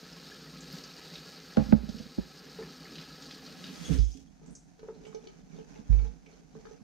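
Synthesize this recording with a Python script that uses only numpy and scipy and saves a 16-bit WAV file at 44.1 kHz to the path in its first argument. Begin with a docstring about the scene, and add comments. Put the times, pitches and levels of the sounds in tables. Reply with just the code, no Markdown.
"""A tap runs over a knife and hands into a sink: noise grains and bubble pings, filtered by spectra.
The knife is laid on a board and rocks to rest: damped modes. Wet hands then squeak briefly.
The valve sings (narrow noise) and shuts with a clunk and deep thud (low modes); the spout dribbles dry.
Wet hands tap and squeak about the sink, press on the counter and pick up a paper towel in a quiet room.
A limiter ducks the whole mix at loud blows and recovers slowly."""
import sys
import numpy as np
from scipy import signal
from scipy.fft import rfft, irfft
from scipy.io import wavfile
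from scipy.ndimage import uniform_filter1d

SR = 44100
rng = np.random.default_rng(int(sys.argv[2]) if len(sys.argv) > 2 else 0)


def store_pcm(level_fs):
    """Save levels as 16-bit WAV."""
    pcm = np.round(np.clip(level_fs, -1, 1) * 32767).astype(np.int16)
    wavfile.write(sys.argv[1], SR, np.atleast_2d(pcm).T)


N = 301197
TIME, BINS = np.arange(N) / SR, np.fft.rfftfreq(8192, 1 / SR)
AGE = TIME[:SR // 2]  # time since the start of a single event
SHUT_S, CLOSE_DB_PER_S = 3.945, 184  # the valve shuts; how fast the flow dies
# spectrum of the drumming sink floor: hz, level_db
DRUM_TONE = [(30, -47), (60, -11), (85, -20.5), (110, -35.5), (150, -2.5), (170, 1.5), (215, -10.5),
             (265, -2.5), (320, -15.5), (450, -17)]


def amp(db):
    """Decibels to gain."""
    return 10 ** (np.asarray(db) / 20)


def unit(x):
    """Scales to rms 1."""
    return x / np.sqrt(np.mean(x ** 2) + 1e-20)


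def tone(points):
    """A spectrum in dB on the filter bins, falling 30 dB per octave more beyond its ends."""
    hz, db = np.transpose(points)
    octave, known = np.log2(BINS + 1), np.log2(hz + 1)
    beyond = abs(octave - np.clip(octave, known[0], known[-1]))
    return np.interp(octave, known, db) - 30 * beyond


def colour(x, db, band):
    """Minimum-phase filter that gives unit white noise an rms of 1 inside the band."""
    gain = amp(np.maximum(db - db.max(), -90))
    gain = gain / np.sqrt(np.mean(gain ** 2 * (BINS > band[0]) * (BINS < band[1])))
    log_gain = np.log(np.r_[gain, gain[-2:0:-1]])
    response = np.exp(np.conj(signal.hilbert(log_gain)))
    impulse = np.fft.ifft(response).real[:len(BINS)]
    return signal.oaconvolve(np.atleast_2d(x), impulse[None], axes=1)[:, :N]


def ear_noise(length, same):
    """White noise for two ears; same is the share of power they hear alike."""
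    z = rng.standard_normal((3, length))
    return np.sqrt(same) * z[0] + np.sqrt(1 - same) * z[1:]


def burst(lo_hz, hi_hz, same=0.99):
    """Half a second of band noise at rms 1, partly shared by both ears."""
    sos = signal.butter(3, [lo_hz, min(hi_hz, .48 * SR)], "band", fs=SR, output="sos")
    return unit(signal.sosfilt(sos, ear_noise(len(AGE), same)))


def decay(t60_s):
    """Exponential fall of 60 dB in t60_s."""
    return np.exp(-np.log(1000) * AGE / t60_s)


def attack(rise_s):
    """Linear rise from 0 to 1."""
    return np.minimum(AGE / rise_s, 1)


def pan(db):
    """Left and right gains for a left-right level difference; the nearer ear has gain 1."""
    return amp([[min(db, 0)], [min(-db, 0)]])


def add(mix, s, sound):
    """Mixes a sound in at time s."""
    part = mix[:, round(s * SR):][:, :sound.shape[-1]]
    part += sound[..., :part.shape[1]]


def flutter(hz, depth_db):
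    """A random gain that wanders mostly below hz, by depth_db rms."""
    lowpass = 1 / (1 + (np.fft.rfftfreq(N, 1 / SR) / hz) ** 4)
    slow = irfft(rfft(rng.standard_normal(N)) * lowpass, N)
    return amp(depth_db * unit(slow))


def held(s, length_s, rise_db_per_s, fall_db_per_s):
    """Gain that climbs to 1 at time s, holds for length_s and dies away."""
    early_s = np.maximum(s - TIME, 0)
    late_s = np.maximum(TIME - s - length_s, 0)
    return amp(-rise_db_per_s * early_s - fall_db_per_s * late_s)


def patter(per_s, spread_db, channels=1):
    """Tiny impacts at random moments, a few much larger than the rest, at rms 1."""
    shape = (channels, N)
    size = amp(spread_db * np.minimum(rng.exponential(1, shape), 5))
    struck = rng.random(shape) < per_s / SR
    return unit(size * rng.standard_normal(shape) * struck)


def bubbles(per_s, spread_db, cycles, lo_hz, hi_hz, count=24):
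    """Bubbles burst at random, each a short, slightly rising ping at one of count pitches."""
    out, t = np.zeros(N), AGE[:1500]
    for hz in np.geomspace(lo_hz, hi_hz, count):
        life = t * hz / cycles
        ping = np.sin(2 * np.pi * hz * t * (1 + 0.013 * life)) * np.exp(-life)
        out += unit(signal.oaconvolve(patter(per_s / count, spread_db)[0], ping)[:N])
    return unit(out)


def ringing(modes):
    """One strike on a set of modes, each with a chance strength and phase in either ear."""
    hz, db, t60_s = np.transpose(modes)[:, :, None]
    phase = rng.random((2, len(modes), 1))
    spread_db = 4.6 * rng.standard_normal((2, len(modes), 1))
    ring = (amp(db + spread_db) * np.sin(2 * np.pi * (hz * AGE + phase)) * decay(t60_s)).sum(1)
    return ring / np.sqrt(np.sum(amp(db) ** 2)) * attack(0.00085)


def favoured(modes, hz):
    """The place of contact brings out the modes near hz."""
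    boost_db, width = 12.5, 0.2  # width on a natural-log frequency scale
    return [(f, db + boost_db * np.exp(-(np.log(f / hz) / width) ** 2), t60_s) for f, db, t60_s in modes]


def kitchen(x, t60_s, wet_db):
    """Adds the short diffuse echo of a small room."""
    tail = burst(190, 11000, same=1.0) * decay(t60_s) * (AGE > .004)
    tail = tail / np.linalg.norm(tail[0])
    return x + amp(wet_db) * signal.oaconvolve(x, tail, axes=1)[:, :N]


def room_air():
    """The quiet kitchen's steady rush, with a thin high hiss: two filtered noises."""
    # spectrum of the rush: hz, level_db
    room_tone = [(25, 8), (60, 20.5), (100, 11), (170, -3), (260, -7.5), (350, 10.5), (560, -6),
                 (740, 10.5), (1000, -10.5), (1500, -15), (2500, -17), (4500, -4.5), (8000, -16),
                 (11000, -20), (15500, -29)]
    # spectrum of the hiss: hz, level_db
    hiss_tone = [(4500, -35.5), (5500, -4), (6200, 1.5), (6800, -0.5), (7800, -6.5), (9500, -40.5)]
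    rush = amp(-77) * colour(ear_noise(N, 0.99), tone(room_tone), (600, 4000))
    hiss = amp(-81.0) * colour(rng.standard_normal((2, N)), tone(hiss_tone), (5000, 8000))
    return rush + hiss * pan(-12.0)


def strokes():
    """Gains of rustling, rubbing and bumping over time: each stroke swells, holds and fades."""
    # strokes of wet hands and paper: start_s, length_s, rustle_db, rub_db, bump_db
    stroke_rows = [(2.442, 0.0083, -87, -60, -66), (4.469, 0.042, -69.5, -61.5, -49),
                   (4.84, 0.2, -73, -59, -57), (5.07, 0.33, -70.5, -65.5, -57),
                   (5.542, 0.063, -66, -60.5, -50), (5.715, 0.06, -66.5, -69, -53),
                   (5.903, 0.16, -64, -61.5, -47.5), (6.292, 0.09, -70, -62.5, -73),
                   (6.561, 0.19, -68.5, -62.5, -57)]
    rise_db_per_s, fall_db_per_s = 217, 138
    shapes = np.array([held(s, length_s, rise_db_per_s, fall_db_per_s) for s, length_s, *_ in stroke_rows])
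    return amp(np.array(stroke_rows)[:, 2:]).T @ shapes


def handling():
    """Sleeves and damp paper rustle in fine grains while the hands rub and bump along the counter."""
    # spectrum of the rustle: hz, level_db
    rustle_tone = [(550, 5), (800, 6), (1100, -2), (1600, 1), (2000, -3.5), (2400, -2.5), (2850, -8),
                   (4400, -9), (5200, -5.5), (6400, -1), (8000, -19.5), (11000, -25.5), (15000, -34)]
    # spectrum of the hollow rubbing: hz, level_db
    rub_tone = [(250, -49.5), (380, 0.5), (436, 5.5), (490, -2.5), (600, -8.5), (900, -41)]
    # spectrum of the low bumping: hz, level_db
    bump_tone = [(40, 4), (100, -24), (160, 6), (215, -1.5), (275, 1.5), (350, -17), (600, -28)]
    hands_s, sleeve_db, bump_db = 4.1, -74.5, -56.5  # steady movement from hands_s on
    snaps = amp(-26.5) * patter(120, 6)  # damp paper and skin
    grains = patter(3000, 0.87, channels=2) * flutter(30, 0.93) + snaps
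    rustle = colour(grains, tone(rustle_tone), (1200, 4500))
    rub = colour(patter(600, 0.3, channels=2), tone(rub_tone), (350, 600))
    bump = colour(patter(400, 0.48, channels=2), tone(bump_tone), (130, 320)) * pan(-3)
    moving = held(hands_s, 0, 217, 0)
    rustling, rubbing, bumping = strokes()
    out = rustle * np.hypot(rustling, amp(sleeve_db) * moving)
    out = out + rub * rubbing
    out = out + bump * np.hypot(bumping, amp(bump_db) * moving)
    return out * pan(-1.75)


def smacks():
    """A wet fingertip lands with a short, dull slap of band noise."""
    # touch-downs of wet fingers: start_s, level_db
    smack_rows = [(4.793, -55), (4.83, -50), (4.886, -52.5), (5.128, -50), (5.925, -47), (6.0, -54),
                  (6.551, -57.5), (6.653, -47.5), (6.669, -47)]
    out = np.zeros((2, N))
    for s, db in smack_rows:
        add(out, s, amp(db) * burst(700, 1600, same=0.04) * decay(0.027))
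    return out


def squeaks():
    """Wet skin sticks and slips: six falling harmonics of a jittering pitch."""
    # squeaks of wet skin: start_s, length_s, level_db, pitch_hz
    squeak_rows = [(2.588, 0.039, -34.5, 439), (2.612, 0.035, -37.5, 423.5), (4.83, 0.024, -41.5, 441),
                   (4.885, 0.03, -34, 437)]
    out = np.zeros((2, N))
    for s, length_s, db, hz in squeak_rows:
        jitter = 1 + 0.093 * burst(29, 158, same=0.94)[0]
        turn = 2 * np.pi * np.cumsum(hz * jitter) / SR
        slips = sum(np.sin(k * turn) * amp(-16 * np.log2(k)) for k in range(1, 7))
        gate = np.clip(np.minimum(AGE / 0.00072, (length_s - AGE) / 0.0043), 0, 1)
        add(out, s, amp(db) * slips * gate * decay(0.16))
    return out


def skitter(ring, count=5):
    """A tap is not one clean contact: a few lighter touches follow and make its ring uneven."""
    within_s, touch_db = 0.025, -15
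    out = np.atleast_2d(ring).copy()
    for when, size in rng.random((count, 2)):
        add(out, within_s * when, amp(touch_db) * size * ring)
    return unit(out) * ring.std()


def taps():
    """Light taps ring the hollow sink and its metal, whose ring wavers like a rattle."""
    # taps, levels before fixed offsets: start_s, hollow_db, bright_db, favoured_hz
    tap_rows = [(4.416, -61, -76, 5500), (4.791, -61.5, -64, 4500), (5.051, -63, -54.5, 2620),
                (5.066, -53.5, -61, 3020), (5.146, -50, -52, 5700), (5.239, -55.5, -62, 5870),
                (5.27, -51.5, -54, 3730), (5.515, -76, -68, 2350), (5.546, -59.5, -69, 4270),
                (5.586, -55, -63, 3300), (5.756, -53.5, -63, 2350), (5.925, -56.5, -57.5, 2320),
                (5.988, -62, -57, 2400), (6.045, -52, -61.5, 2400), (6.26, -64.5, -57.5, 2280),
                (6.327, -76, -66.5, 4370), (6.552, -55, -80, 4400), (6.653, -53, -62, 4460),
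                (6.711, -56, -64.5, 6000)]
    # modes of the hollow body: pitch_hz, level_db, t60_s
    hollow = [(383, 3.5, 0.086), (437.8, 10.5, 0.17), (472.6, 1.5, 0.21), (767, -11.5, 0.14),
              (852, -5.5, 0.3), (1070, -23, 0.05), (1270, -14.5, 0.29), (1560, -12.5, 0.12)]
    # modes of the bright metal: pitch_hz, level_db, t60_s
    metal = [(2170, -4, 0.06), (2274, 2, 0.14), (2366, 2, 0.076), (2460, -7, 0.05), (2960, -2, 0.1),
             (3078, 3, 0.093), (3400, -7, 0.06), (4200, 2, 0.07), (4550, -2, 0.05), (5060, -3, 0.07),
             (5790, 0, 0.06), (5997, 2.5, 0.11)]
    out = np.zeros((2, N))
    for s, body_db, bright_db, hz in tap_rows:
        tick = (0.78 * burst(0.797 * hz, 1.16 * hz) + 0.74 * burst(2020, 5600)) * decay(0.037)
        rattle = amp(4 * burst(30, 200, same=0.84)[0])  # wavers by 4 dB rms
        bright = (0.74 * rattle * ringing(favoured(metal, hz)) + tick) * attack(0.0031)
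        body = amp(body_db + 9.5) * ringing(hollow) * pan(-3)
        add(out, s, body + amp(bright_db + 3.5) * skitter(bright))
    return out


def thuds():
    """The counter sways for a few slow cycles in three partials; the left ear gets it weaker and later."""
    # deep thuds, level before a fixed offset: start_s, level_db, pitch_hz, length_s, t60_s
    thud_rows = [(3.906, -21.5, 66.1, 0.12, 0.98), (3.982, -8.5, 53.3, 0.14, 0.35),
                 (5.892, -8, 51.2, 0.2, 0.62)]
    out = np.zeros((2, N))
    for s, db, hz, length_s, t60_s in thud_rows:
        hold = 0.11 + 0.62 * np.exp(-np.minimum(AGE / length_s, 2) ** 6)
        swell = attack(0.011) * decay(t60_s) * hold
        turn = 2 * np.pi * hz * AGE - np.array([[1.6], [0]])
        sway = np.sin(turn) + amp(-16.5) * np.sin(1.42 * turn) + 0.16 * decay(0.26) * np.sin(3 * turn)
        add(out, s, -amp(db + 4.0) * pan(-14.5) * swell * sway)
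    return signal.sosfilt(signal.butter(4, 38, "high", fs=SR, output="sos"), out)


def shudder():
    """The pipe and the sink judder briefly as the valve cuts the flow: low filtered grains."""
    # spectrum of the judder: hz, level_db
    shudder_tone = [(70, -12), (120, -6), (160, 0), (210, -8), (270, -5), (350, -17), (425, -10),
                    (520, -22), (700, -32)]
    # judders: start_s, length_s, level_db
    judder_rows = [(3.893, 0.023, -30), (3.957, 0.029, -41.5), (4.164, 0.034, -53)]
    rise_db_per_s, fall_db_per_s = 900, 207
    judder = colour(patter(700, 1.5, channels=2), tone(shudder_tone), (130, 320))
    strength = sum(amp(db) * held(s, length_s, rise_db_per_s, fall_db_per_s) for s, length_s, db in judder_rows)
    return judder * pan(-11.0) * strength


def pipe():
    """Water hammer knocks the pipe, which hums briefly in its low modes."""
    # blows of the water hammer: start_s, level_db, favoured_hz
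    hammer_rows = [(3.901, -14.5, 161), (3.915, -24, 260), (3.973, -33, 410), (4.148, -36, 272)]
    # modes of the pipe: pitch_hz, level_db, t60_s
    pipe_modes = [(162, -1.5, 0.14), (268, 0, 0.29), (421, -2.5, 0.1)]
    out = np.zeros((2, N))
    for s, db, hz in hammer_rows:
        modes = favoured(pipe_modes, hz)
        ring = sum(amp(mode_db) * np.sin(2 * np.pi * f * AGE) * decay(t60_s) for f, mode_db, t60_s in modes)
        add(out, s, amp(db) * pan(-21) * ring / abs(ring).max() * attack(0.005))
    return out


def valve():
    """Squeezed through the closing valve, the water sings in a few narrow, wavering resonances."""
    # resonances of the valve: centre_hz, width_hz, level_db
    resonances = [(3320, 290, 0.5), (6500, 550, -4.5), (8800, 400, -15)]
    sing_s, hold_s, level_db, rise_db_per_s, fall_db_per_s = 3.806, 0.16, -62, 63, 81
    peaks = sum(amp(db) / (1 + (2 * (BINS - hz) / width_hz) ** 2) for hz, width_hz, db in resonances)
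    sing = colour(rng.standard_normal(N) * flutter(17, 5.2), 20 * np.log10(peaks), (3000, 7000))
    return amp(level_db) * sing * held(sing_s, hold_s, rise_db_per_s, fall_db_per_s)


def scrapes():
    """The knife shifts on the board; each short slide hums roughly as narrow noise."""
    # slides: start_s, length_s, level_db, centre_hz
    scrape_rows = [(1.556, 0.072, -46, 803), (1.875, 0.013, -50, 640), (1.985, 0.02, -44.5, 487)]
    out = np.zeros((2, N))
    for s, length_s, db, hz in scrape_rows:
        shape = attack(0.0042) * amp(-600 * np.maximum(AGE - length_s, 0))
        add(out, s, amp(db) * burst(0.955 * hz, 1.045 * hz) * shape)
    return out


def clack(hz):
    """A few cycles of wood on board, reaching the left ear a little later."""
    rise_cycles, ring_cycles, lag_cycles = 1.7, 12.3, 0.37
    cycles = hz * AGE
    shape = (1 - np.exp(-(cycles / rise_cycles) ** 2)) * decay(ring_cycles / hz)
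    return shape * np.sin(2 * np.pi * (cycles - np.array([[lag_cycles], [0]])))


def blow(soft_hz, ring):
    """Low modes swell and die, their t60 scaled by ring; a soft contact weakens those above soft_hz."""
    # modes of board and counter, t60 at ring 1:
    # pitch_hz, level_db, t60_s, rise_s, left_right_db, left_lag_cycles
    board = [(57.5, -7.5, 0.28, 0.055, -12.5, 0.09), (78, -0.5, 0.092, 0.018, -15, 0.29),
             (149.2, 3, 0.087, 0.016, -13, 0.2), (219.9, 12.5, 0.085, 0.014, -17.5, 0.35),
             (243.8, 7, 0.062, 0.009, -8, 0.24), (278.4, 8, 0.055, 0.018, -9.5, 0.083),
             (436.4, -15, 0.097, 0.0041, -4, 0.34), (519, -13, 0.1, 0.0028, 27.5, 0.42),
             (568, -17, 0.096, 0.0031, 12, 0.34), (657, -19, 0.069, 0.0019, -0.5, 0.11),
             (825, -31.5, 0.19, 0.0053, -2, 0.14), (855, -23, 0.076, 0.0024, -5, 0.18),
             (1115, -20, 0.053, 0.007, 1, 0.44), (1410, -17.5, 0.049, 0.0013, 11.5, 0.32),
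             (1640, -23, 0.055, 0.00096, -16, 0.31)]
    out = amp(-34) * pan(-5.0) * burst(110, 1.3 * soft_hz + 150, same=0.24) * decay(0.34 * ring)
    for hz, mode_db, t60_s, rise_s, side_db, lag_cycles in board:
        swing = np.sin(2 * np.pi * (hz * AGE - np.array([[lag_cycles], [0]])))
        swell = (1 - np.exp(-(AGE / rise_s) ** 2)) * decay(t60_s * ring)
        softening = (1 + (hz / soft_hz) ** 3) ** .5
        out = out + pan(side_db) * amp(mode_db) * swing * swell / softening
    return out


def knocks():
    """A blow on board or counter clicks, cracks, clacks and rings its modes."""
    # blows: start_s, level_db, soft_hz, ring_factor, click_db, click_top_hz, clack_db, clack_hz
    knock_rows = [(1.5697, -10.5, 1170, 1.28, -33, 4360, -6, 495),
                  (1.591, -14.5, 600, 0.73, -45, 1900, -22, 520),
                  (1.612, -13, 200, 0.67, -55.5, 1200, -33.5, 800),
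                  (1.658, -23, 260, 0.74, -59, 1200, -39, 330),
                  (1.683, -24.5, 189, 1.9, -58, 1200, -42, 370),
                  (1.7235, -0.5, 420, 0.95, -29, 2000, -6.5, 540),
                  (2.179, -5, 200, 0.29, -64, 900, -12.5, 183), (2.1813, 1, 237, 0.32, -50, 1000, -15, 385),
                  (5.786, -28, 190, 0.69, -79, 1500, -50, 430),
                  (5.894, -23.5, 140, 0.75, -77, 1510, -52, 400),
                  (6.551, -39.5, 300, 1.2, -70, 5000, -39, 490),
                  (6.805, -37.5, 197, 0.96, -65, 1520, -56, 400)]
    # modes of the woody crack: pitch_hz, level_db, t60_s
    crack_modes = [(804, 4, 0.076), (907, -0.5, 0.038), (1022, -10, 0.052), (1105, -1, 0.064),
                   (1294, -4, 0.06), (1540, -4.5, 0.055)]
    out = np.zeros((2, N))
    for s, db, soft_hz, ring, click_db, click_hz, clack_db, clack_hz in knock_rows:
        click = burst(410, click_hz, same=0.32) * (decay(0.012) + 0.084 * decay(0.52))
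        contact = click + amp(-2.5) * ringing(crack_modes)
        add(out, s, amp(db) * blow(soft_hz, ring) + amp(click_db) * contact + amp(clack_db) * clack(clack_hz))
    return out


def rocking():
    """The knife rocks on the board in quick, even, fading beats of chance strength."""
    from_s, to_s, gap_s = 1.83, 2.07, 0.0555
    first_db, fade_db_per_s, uneven_db = -14, 56, 3
    out = np.zeros((2, N))
    for s in np.arange(from_s, to_s, gap_s):
        db = first_db - fade_db_per_s * (s - from_s) + uneven_db * rng.standard_normal()
        add(out, s, amp(db) * blow(soft_hz=236, ring=0.65))
    return out


def sweeps():
    """Extra dB of spray and drumming over time: a smooth bump as blade or hands pass through the jet."""
    # passes through the jet: middle_s, length_s, spray_db, drum_db
    sweep_rows = [(0.312, 0.2, 2, 3), (0.583, 0.29, 0.5, 6), (0.754, 0.12, 6, 6.5), (1.13, 0.52, 3, 1.5),
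                  (1.977, 0.21, 2, 8.5), (2.644, 0.2, 0, 7.5), (2.936, 0.2, 1, 6.5), (3.308, 0.55, 1, 3),
                  (3.67, 0.094, 2, 8.5)]
    s, length_s, spray_db, drum_db = np.transpose(sweep_rows)
    bumps = np.exp(-(2 * (TIME[:, None] - s) / length_s) ** 2)
    return bumps @ spray_db, bumps @ drum_db


def drips():
    """Stray droplets ping in the spray, louder as it is swept; later they tick between the wet fingers."""
    per_s, level_db, spread_db = 67, -61, 2
    lo_hz, hi_hz, t60_s = 2445, 6000, 0.031
    out, t = np.zeros(N + len(AGE)), AGE[:2500]
    for when, pitch, size in rng.random((round(per_s * N / SR), 3)):
        hz, at = lo_hz * (hi_hz / lo_hz) ** pitch, int(when * N)
        ping = np.sin(2 * np.pi * hz * t) * np.exp(-np.log(1000) * t / t60_s)
        out[at:at + len(t)] += amp(spread_db * min(-np.log(1 - size), 3)) * ping
    in_spray = amp(level_db + sweeps()[0]) * held(0, SHUT_S, 0, CLOSE_DB_PER_S)
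    on_hands = strokes()[0]
    return out[:N] * (in_spray + on_hands)


def flicks():
    """Last spurts, and water flicked off the fingers: short band noises."""
    # flicks: start_s, length_s (t60 is 4.3 times this), level_db, centre_hz
    flick_rows = [(0.605, 0.019, -47.5, 6800), (0.725, 0.0067, -50, 13200), (0.838, 0.012, -44, 5560),
                  (3.983, 0.062, -52, 5600), (4.048, 0.032, -54, 6250), (4.118, 0.045, -56, 6000),
                  (4.461, 0.047, -65, 7100), (4.505, 0.11, -68.5, 9000), (4.551, 0.022, -47, 6740),
                  (5.065, 0.046, -67, 7300)]
    out = np.zeros((2, N))
    for s, length_s, db, hz in flick_rows:
        add(out, s, amp(db) * burst(0.81 * hz, 1.114 * hz) * attack(0.0011) * decay(4.3 * length_s))
    return out


def splashes(count=16):
    """A drop lands with a bubble's ping and a short fizz, and bursts into a quick shower of fine droplets."""
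    # splashes, level before fixed offsets: start_s, level_db, pitch_hz, ping_db (added to level_db)
    splash_rows = [(0.128, -45.5, 5060, 7.5), (0.7447, -41, 5000, -12), (0.765, -49, 5900, 2),
                   (1.1381, -34, 4340, -8), (1.155, -36, 3820, 4), (1.8901, -34, 5050, -4),
                   (1.985, -34.5, 4500, -17), (2.6243, -37.5, 1760, -1), (2.8523, -46, 2145, 5),
                   (2.956, -36.5, 3860, -5), (2.982, -35, 3900, -3), (3.011, -38, 4060, -1),
                   (3.221, -35, 4750, -3), (3.31, -34, 4280, -10), (3.462, -38.5, 4280, 3),
                   (3.6408, -33, 3700, 0.5), (3.679, -38, 3140, -2), (3.757, -43, 4870, 5),
                   (3.929, -36, 3350, -7), (3.9855, -37, 5060, -1), (4.946, -56.5, 4200, 0)]
    out = np.zeros((2, N))
    for s, db, hz, ping_db in splash_rows:
        ping = np.sin(2 * np.pi * hz * AGE * (1 + 0.5 * AGE)) * decay(0.04)
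        fizz = burst(0.67 * hz, 1.31 * hz, same=1.0) * (decay(0.017) + 0.41 * decay(0.28))
        add(out, s, amp(db - 5.0) * (amp(ping_db) * ping + 0.42 * fizz) * attack(0.0024))
        for when, pitch, size in rng.random((count, 3)):
            droplet = np.sin(2 * np.pi * hz * (0.55 + .9 * pitch) * AGE) * decay(0.0067)
            add(out, s + 0.045 * when ** 2, amp(db - 3.0 - 10.6 * size - 11.6 * when) * droplet)
    return out


def dribble():
    """After the shut-off, air and water leave the spout in spits: fluttering grains."""
    # spectrum of the splutter: hz, level_db
    splutter_tone = [(2300, -6), (3300, -2), (4200, -6), (6200, 3), (7800, -8), (14000, -23)]
    dry_s, level_db = 4.178, -62
    spits = patter(1800, 1.5, channels=2) * flutter(35, 2.5)
    splutter = colour(spits, tone(splutter_tone), (3000, 8000))
    return splutter * amp(level_db) * held(SHUT_S, dry_s - SHUT_S, CLOSE_DB_PER_S, CLOSE_DB_PER_S)


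def free_jet():
    """As the hands withdraw, the jet hits the sink ever harder until the valve shuts: splatter and boom."""
    # spectrum of the splatter: hz, level_db
    splatter_tone = [(400, 11), (900, 0.5), (1500, 3), (2200, 2.5), (3300, 2.5), (4400, -3), (6200, 3.5),
                     (7600, -4.5), (8600, -4.5), (11000, -11.5), (13000, -15), (15700, -25)]
    splatter_db, boom_db, rise_db_per_s = -51.5, -37.5, 46.5
    splatter = colour(patter(5000, 1.2, channels=2) * flutter(40, 0.37), tone(splatter_tone), (5500, 11000))
    boom = colour(patter(1500, 2.2, channels=2), tone(DRUM_TONE), (130, 330)) * pan(-12)  # the whole basin
    strength = held(SHUT_S, 0, rise_db_per_s, CLOSE_DB_PER_S)
    return (boom * amp(boom_db) + splatter * amp(splatter_db)) * strength


def sink_colour():
    """Gain of the sink in dB: its resonances, and random ripple from standing waves between its walls."""
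    # resonances of the sink: centre_hz, width_hz, boost_db
    resonances = [(439.6, 30, 10.5), (502, 29, 9), (823, 49, 5.5), (1287, 51, 10.5), (1409, 28, 8),
                  (1450, 41, -4), (1673, 84, 9), (2180, 90, -4), (2490, 54, 5), (2880, 29, 5.5),
                  (3800, 25, 1.5), (4610, 84, 3), (6820, 31, 7), (8810, 610, 5.5)]
    peaks_db = sum(db / (1 + (2 * (BINS - hz) / width_hz) ** 2) for hz, width_hz, db in resonances)
    ripple = unit(uniform_filter1d(rng.standard_normal(len(BINS)), size=9))
    return peaks_db + 1.5 * ripple


def running_water():
    """The stream breaks into drops, spray and bubbles, heard through the sink; its floor drums underneath."""
    # spectrum of the stream's body: hz, level_db
    stream_tone = [(200, -6), (330, 5), (450, 3), (600, 0), (950, -4), (1300, -1), (2100, -1), (3200, -2.5),
                   (4000, -10), (6000, -30)]
    # spectrum of the fine spray: hz, level_db
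    spray_tone = [(2600, -24), (3400, -8), (3850, -.5), (4600, 0), (5250, -2.5), (5800, -7), (6700, -9.5),
                  (7400, -15.5), (8000, -19), (8800, -19.5), (10000, -28), (11300, -32), (12300, -21),
                  (13800, -24), (15700, -33)]
    # spectrum of the mist: hz, level_db
    mist_tone = [(8000, -16), (11200, -17), (12400, 0), (13800, -2), (15700, -9)]
    stream_db, spray_db, drum_db = -59.5, -57, -55.5
    body_share = 0.68  # share of the extra spray dB that the body gains
    sink_db = sink_colour()
    gurgle = amp(-17.5) * bubbles(120, 1.8, 11.6, 596, 2605, count=14)  # larger bubbles
    drops = patter(9000, 1.44) * flutter(33, 0.61)
    stream = colour(drops + gurgle, tone(stream_tone) + sink_db, (1000, 3000))
    fizz = patter(7000, 1.8) * flutter(25, .8) + .17 * bubbles(450, 3.2, 16, 2200, 7000)
    # mist reaches each ear separately
    mist = amp(-15.0) * colour(patter(4000, 1.0, channels=2), tone(mist_tone), (11500, 15000))
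    spray = colour(fizz, tone(spray_tone) + sink_db, (3700, 6000)) + mist
    drum = colour(patter(1500, 2.55), tone(DRUM_TONE), (130, 330))
    more_spray_db, more_drum_db = sweeps()
    running = stream * amp(stream_db + body_share * more_spray_db)
    running = running + spray * amp(spray_db + more_spray_db)
    running = running + drum * amp(drum_db + more_drum_db)
    return running * held(0, SHUT_S, 0, CLOSE_DB_PER_S)


def scene():
    """Water, blows and handling in the kitchen."""
    on_board = kitchen(knocks() + rocking() + scrapes(), 0.5, -22.5)
    at_sink = kitchen(taps() + squeaks() + smacks() + splashes() + flicks() + drips(), 0.32, -9.5)
    flow = running_water() + free_jet() + dribble() + valve()
    shut_off = shudder() + pipe() + thuds()
    return room_air() + handling() + shut_off + on_board + at_sink + flow


def record(dry):
    """A limiter ducks peaks over its ceiling and recovers slowly; a low-pass then limits the band."""
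    ceiling_db, recover_db_per_s, smooth_s, edge_hz = -4.5, 5.5, 0.015, 15720
    over_db = np.maximum(20 * np.log10(abs(dry).max(0) + 1e-9) - ceiling_db, 0)
    recovery_db = recover_db_per_s * TIME
    duck_db = np.maximum.accumulate(over_db + recovery_db) - recovery_db
    limited = dry * amp(-uniform_filter1d(duck_db, round(smooth_s * SR)))
    lowpass = signal.firwin(511, edge_hz, window=("kaiser", 9), fs=SR)
    return signal.oaconvolve(limited, lowpass[None], "same")


dry = scene()
out = record(dry)
store_pcm(out)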